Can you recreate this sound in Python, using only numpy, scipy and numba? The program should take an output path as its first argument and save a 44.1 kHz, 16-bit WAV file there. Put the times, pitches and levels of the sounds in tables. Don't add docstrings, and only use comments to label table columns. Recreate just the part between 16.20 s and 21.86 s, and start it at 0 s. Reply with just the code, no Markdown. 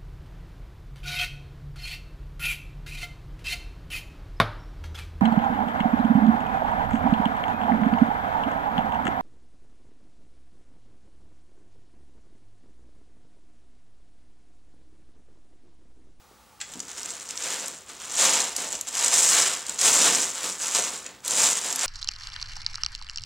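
import sys
import numpy as np
from scipy import signal
from scipy.fft import rfft, irfft, next_fast_len
from scipy.io import wavfile
from scipy.ndimage import uniform_filter1d, minimum_filter1d
from numba import njit

SR = 44100
rng = np.random.default_rng(int(sys.argv[2]) if len(sys.argv) > 2 else 0)


def waveform_to_disk(signal):
    frames = np.transpose(np.atleast_2d(signal))
    scaled = np.clip(frames, -1, 1) * 32767
    samples = np.round(scaled).astype(np.int16)
    wavfile.write(sys.argv[1], SR, samples)


N = 249606
T = np.arange(N) / SR


def undb(db):
    return 10 ** (np.asarray(db) / 20)


def unit(x):
    return x / np.sqrt(np.mean(x ** 2))


def colour(x, points, size=2048):
    hz, db = np.transpose(points)
    bins_hz = np.maximum(np.arange(size // 2 + 1) * SR / size, 1)
    curve = undb(np.interp(np.log(bins_hz), np.log(hz), db))
    cepstrum = irfft(np.log(curve))
    cepstrum[1:size // 2] *= 2
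    cepstrum[size // 2 + 1:] = 0
    return signal.oaconvolve(x, irfft(np.exp(rfft(cepstrum))))[:N]


def resonate(x, hz, width_hz):
    return signal.lfilter(*signal.iirpeak(hz, hz / width_hz, fs=SR), x)


@njit
def glide(x, hz, width):
    y, band_state, low_state = np.empty(len(x)), 0., 0.
    for i in range(len(x)):
        g = np.tan(np.pi * hz[i] / SR)
        band = (band_state + g * (x[i] - low_state)) / (1 + g * (g + width))
        band_state = 2 * band - band_state
        low_state += 2 * g * band
        y[i] = width * band
    return y


def walk(rate):
    steps = rng.standard_normal(N // 10)
    return unit(np.interp(T * rate, np.arange(len(steps)), steps))


def burst(rise_s, decay_s):
    t = T[:SR // 4]
    swell = np.minimum(t / rise_s, 1)
    fade = np.exp(-np.maximum(t - rise_s, 0) / decay_s)
    return rng.standard_normal(len(t)) * swell * fade


def slips(rate, spread_db):
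    happens = rng.random(N) < rate / SR
    sizes = unit(undb(spread_db * rng.standard_normal(N)))
    return happens * sizes * rng.choice([-1, 1], N) * np.sqrt(SR / rate)


def add(out, start_s, sound):
    start = int(start_s * SR)
    out[start:start + len(sound)] += sound[:N - start]


# frequency in Hz, gain in dB.
HUSH_EQ = [(25, -28), (60, 5), (160, -3), (230, -0.5), (450, -7.5), (510, -1), (620, -8.5), (880, 3),
           (1000, -7.5), (1150, 1.5), (1650, -10), (7200, -12.5), (14500, -20)]

def hush(air_db=-56.5, drone_hz=62, drone_db=-72.5, whistle_hz=15625, whistle_db=-72):
    air = unit(colour(rng.standard_normal(N), HUSH_EQ)) * undb(air_db + .5 * walk(2.9))
    drone = resonate(resonate(rng.standard_normal(N), drone_hz, 25), drone_hz, 25)
    whistle = np.sin(2 * np.pi * whistle_hz * T)
    return air + undb(drone_db) * unit(drone) + undb(whistle_db) * whistle


# start in seconds, peak in dB, pitch in Hz, decay in seconds.
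PALM_PATS = [(0.109, -48, 338, 0.015), (0.554, -37, 278, 0.016), (0.626, -45, 292, 0.018),
             (3.497, -47, 418, 0.0093), (4.582, -23.5, 560, 0.028), (5.635, -24.5, 680, 0.033)]

def pats():
    out = np.zeros(N)
    for start, db, hz, decay in PALM_PATS:
        push = burst(0.001, decay)
        thud = resonate(resonate(push, hz, width_hz=hz), hz, width_hz=hz)
        add(out, start, thud / np.abs(thud).max() * undb(db))
    return out


# frequency in Hz, gain in dB.
FLICK_EQ = [(70, -34), (200, -37), (800, -18), (1300, -10.5), (2500, -2.5), (3700, -3.5), (5000, -8),
            (6500, -5), (7600, -0.5), (9200, -20), (15000, -34)]
# start in seconds, level in dB, rise in seconds, decay in seconds.
EDGE_FLICKS = [(0.401, -36.5, 0.0025, 0.0086), (0.409, -26.5, 0.0057, 0.0051), (4.861, -33, 0.0013, 0.0059)]

def flicks():
    out = np.zeros(N)
    for start, db, rise, decay in EDGE_FLICKS:
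        add(out, start, undb(db) * burst(rise, decay))
    eq_gain = colour(rng.standard_normal(N), FLICK_EQ).std()
    return colour(out, FLICK_EQ) / eq_gain


# start, attack and hold in seconds, rubbing level in dB, crispness in dB,
# hand weight in dB, air pocket pitch in Hz. Crispness trims the rub's highs, weight its lows.
HAND_STROKES = [(0.45, 0.053, .2, -51.5, 5, -6, 1400), (0.671, 0.018, 0.018, -45.5, 4.5, -14, 1430),
                (0.751, 0.029, 0.16, -44, 5.5, -8.5, 1380), (0.96, .03, 0.046, -50, 6, -10.5, 1440),
                (1.08, 0.023, 0.033, -44, 3.5, -9, 1450), (1.135, 0.13, 0.061, -36, 5.5, -11.5, 1510),
                (1.371, 0.031, 0.078, -42, 3.5, -5.5, 1430), (1.653, 0.047, .02, -47, 2.5, -7, 1310),
                (1.786, 0.022, 0.051, -42, 3.5, -14, 1250), (1.878, 0.068, .03, -34.5, 5.5, -13, 1000),
                (1.966, 0.048, 0.051, -23, 4, -16, 810), (2.077, 0.043, 0.066, -28.5, 2.5, -12.5, 740),
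                (2.345, 0.027, 0.066, -36, 4.5, -9.5, 550), (2.487, 0.019, .045, -41.5, 3.5, -10, 620),
                (2.661, 0.013, 0.012, -41, 6.5, -12.5, 720), (2.712, 0.083, 0.15, -31, 5, -17.5, 730),
                (2.923, 0.019, 0.18, -28.5, 10.5, -16.5, 630), (3.096, 0.048, 0.074, -25, 4.5, -15.5, 1620),
                (3.29, .02, .025, -36, 2.5, -15.5, 1180), (3.472, 0.013, 0.011, -39, 5.5, -8.5, 1180),
                (3.571, 0.088, 0.11, -26, 8, -12.5, 1120), (3.754, 0.076, 0.057, -24, 3.5, -11, 1000),
                (3.91, 0.021, 0.087, -32.5, 8, -12.5, 1209), (4.145, 0.017, 0.023, -38.5, 4, -18, 1320),
                (4.202, 0.044, 0.013, -35.5, 7.5, -7.5, 1320), (4.379, 0.047, 0.13, -36, 6.5, -15, 1300),
                (4.532, 0.034, 0.016, -28.5, 4.5, -13, 1160), (4.663, 0.033, 0.029, -42.5, 5.5, -4, 1400),
                (4.843, 0.013, 0.009, -47, -7, -2.5, 1830), (5.026, 0.11, 0.044, -33, 8, -11, 1150),
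                (5.132, 0.089, 0.06, -28.5, 8, -14.5, 890), (5.326, 0.023, 0.022, -34, 3.5, -15, 1090),
                (5.429, 0.016, 0.072, -36.5, 5, -10, 1150), (5.562, 0.073, 0.013, -29.5, 4, -19, 1490)]

def strokes(release_db_per_s=99):
    t = T[::SR // 1000]
    envelopes = []
    for start, attack, hold, db, *_ in HAND_STROKES:
        swell = np.clip((t - start) / attack, 0, 1)
        fall_db = release_db_per_s * np.maximum(t - start - attack - hold, 0)
        envelopes.append(undb(db - fall_db) * swell)
    power = np.array(envelopes) ** 2 + 1e-14
    total = power.sum(axis=0)
    touch = np.array(HAND_STROKES)[:, 4:].T @ power / total
    return [np.interp(T, t, curve) for curve in (10 * np.log10(total), *touch)]


# frequency in Hz, gain in dB.
WEAVE_EQ = [(53, -60), (90, -17), (276, -13.5), (453, -10.5), (504, -7.5), (574, -8.5), (682, -7.5),
            (743, -8.5), (1070, -6), (1880, -6.5), (3740, -4), (4540, -5), (7450, 3), (12500, -17),
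            (15500, -20.5)]

def rubbing(rub_db, crisp_db, weight_db, pocket_hz, grip_db=1.35, low_db=-2, mid_db=-1, high_db=-5):
    fibres = colour(slips(rate=7000, spread_db=3.5), WEAVE_EQ) * undb(grip_db * walk(70))
    low = signal.sosfiltfilt(signal.butter(2, 520, fs=SR, output="sos"), fibres)
    high = signal.sosfiltfilt(signal.butter(4, 5000, "high", fs=SR, output="sos"), fibres)
    body = undb(weight_db + low_db) * unit(low)
    swish = undb(mid_db) * unit(fibres - low - high)
    sheen = undb(crisp_db + high_db) * unit(high)
    pocket_db = -19.5 + 0.2555 * (rub_db.max() - rub_db)
    hollow = unit(glide(fibres, pocket_hz, width=0.46)) * undb(pocket_db)
    rub = (body + swish + sheen + hollow) * undb(rub_db)
    return signal.sosfilt(signal.butter(3, 168, "high", fs=SR, output="sos"), rub)


def crackle(level_db, top_rate=480, rate_db_per_db=0.57, low_hz=6100, high_hz=8700, trim_db=-3.2):
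    ticks_per_s = top_rate * undb(rate_db_per_db * (level_db - level_db.max()))
    pitches = np.linspace(low_hz, high_hz, 8)
    ticks = sum(resonate(slips(ticks_per_s / len(pitches), spread_db=0.5), hz, width_hz=1600)
                for hz in pitches)
    return unit(colour(ticks, WEAVE_EQ)) * undb(level_db + trim_db)


def crinkles(level_db, folds_per_s=17, pitch_hz=7000, width_hz=4000, decay_s=0.0023, trim_db=-11):
    triggers = slips(folds_per_s, spread_db=-1.5)
    grain = burst(.0001, decay_s)[:SR // 50]
    folds = resonate(signal.oaconvolve(triggers, grain)[:N], pitch_hz, width_hz)
    return unit(colour(folds, WEAVE_EQ)) * undb(level_db + trim_db)


# start in seconds, peak in dB before the boost, pitch in Hz,
# dull layer in dB, bright edge in dB before its boost.
FOLD_SNAPS = [(0.537, -29.5, 6640, 6, -19), (0.5934, -31, 7200, -6, -23.5), (0.602, -22.5, 6640, -18, -28),
              (0.682, -33, 6730, -4, -25), (0.7148, -30.5, 7400, -8, -31), (0.8314, -24, 6760, 10, -27),
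              (0.8583, -26.5, 7160, -5, -29), (0.905, -23, 6980, -9, -22), (1.089, -27, 6830, -6, -24),
              (1.1074, -22.5, 7800, 3, -32), (1.175, -21.5, 6200, 17, -27.5), (1.481, -25, 7400, -11, -10),
              (1.9947, -12, 6800, -12, -29), (2.204, -13.5, 5950, -8, -25), (2.364, -17.5, 7400, -7, -10),
              (2.527, -21.5, 6500, -22.5, -18), (2.552, -24, 6600, -8, -27), (2.6109, -19, 7100, -35, -11),
              (2.6862, -22.5, 6780, 10, -17), (2.7514, -19, 6900, 23, -14), (2.8447, -12, 7750, -10, -32),
              (2.861, -14, 7400, -6, -24), (2.8807, -11.5, 7380, -10, -26), (3.466, -22, 7700, -2, -22.5),
              (3.495, -17, 7650, -13, -25), (3.5904, -16, 7500, -4, -29), (3.6135, -11, 8040, -3, -29),
              (3.949, -22, 6640, -1, -26), (4.4185, -22.5, 6040, -13, -25), (4.5486, -10, 7500, -7, -32),
              (4.864, -25, 7660, -10, -25), (5.0492, -25, 7500, -7, -17), (5.079, -15.5, 7440, 3, -7.5),
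              (5.1083, -13, 7550, -10, -26), (5.5262, -18.5, 6910, -8, -20), (5.559, -17.5, 8100, -7, -6),
              (5.592, -17.5, 7450, -8, -23.5)]

def snaps(boost_db=5, edge_boost_db=4, width_hz=2600, decay_s=0.0022):
    out = np.zeros(N)
    edge_band = signal.butter(3, [8500, 11800], "band", fs=SR, output="sos")
    for start, db, hz, dull_db, edge_db in FOLD_SNAPS:
        push = burst(.0001, decay_s)[:SR // 50]
        dull = undb(dull_db) * resonate(push, hz=5000, width_hz=3000)
        ring = colour(resonate(push, hz, width_hz) + dull, WEAVE_EQ)[:len(push)]
        edge = undb(edge_db + edge_boost_db) * unit(signal.sosfilt(edge_band, push))
        tick = unit(ring) + edge
        add(out, start, tick / np.abs(tick).max() * undb(db + boost_db))
    return out


# pitch in Hz, width in Hz, gain in dB.
STANDING_WAVES = [(523, 2.8, -1.5), (680, 38, -19.5), (884, 12, -4.5), (1377, 13, -30)]

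def room(x, t60_s=0.35, send_db=-10):
    t = T[:SR // 2]
    tail = rng.standard_normal(len(t)) * undb(-60 * t / t60_s) * (t > .004)
    wash = signal.fftconvolve(x, tail / np.linalg.norm(tail))[:N]
    wash = colour(wash, [(200, 7.5), (3500, -3.5), (7000, -3.0), (14000, -8)])
    ringing = sum(undb(db) * resonate(x, hz, width) for hz, width, db in STANDING_WAVES)
    return undb(send_db) * wash + ringing


# frequency in Hz, side gain in dB.
SIDE_EQ = [(60, 0), (125, -2), (250, -11), (500, -12.5), (1000, -25), (3300, -54), (5200, -17.5),
           (6300, -9.5), (7500, -15.5), (9000, -13.5), (11000, -38.5)]

def stereo(mid, scatter_s=0.0073, scatter_db=-4, skew_db=-5.5, wander=0.44, rumble_db=-73):
    scatter = burst(0.00047, scatter_s)
    reflected = signal.fftconvolve(mid, scatter / np.linalg.norm(scatter))[:N]
    quarter_turn = signal.hilbert(mid, next_fast_len(N))[:N].imag
    skewed = quarter_turn * (1 + wander * walk(130))
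    side = undb(scatter_db) * reflected + undb(skew_db) * skewed
    hz, db = np.transpose(SIDE_EQ)
    size = next_fast_len(N, True)
    bins_hz = np.maximum(np.fft.rfftfreq(size, 1 / SR), 1)
    width = undb(np.interp(np.log(bins_hz), np.log(hz), db))
    side = irfft(rfft(side, size) * width, size)[:N]
    side += undb(rumble_db) * unit(resonate(rng.standard_normal(N), hz=40, width_hz=110))
    return np.array([mid + side, mid - side])


def scene():
    rub_db, crisp_db, weight_db, pocket_hz = strokes()
    creasing_db = rub_db + crisp_db
    rub = rubbing(rub_db, crisp_db, weight_db, pocket_hz)
    cloth = rub + crackle(creasing_db) + crinkles(creasing_db) + snaps() + pats()
    edge = flicks()
    reverb = room(cloth) + room(edge, t60_s=0.26, send_db=-0.5)
    return stereo(cloth + edge + reverb + hush())


def record(dry, ceiling_db=-6.5, hold_s=0.0023, top_hz=15800):
    hold = int(hold_s * SR)
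    peaks = np.abs(dry).max(axis=0) + 1e-9
    needed = np.minimum(undb(ceiling_db) / peaks, 1)
    gain = uniform_filter1d(minimum_filter1d(needed, hold), hold)
    return signal.sosfilt(signal.ellip(10, .1, 70, top_hz, fs=SR, output="sos"), dry * gain)


dry = scene()
out = record(dry)
waveform_to_disk(out)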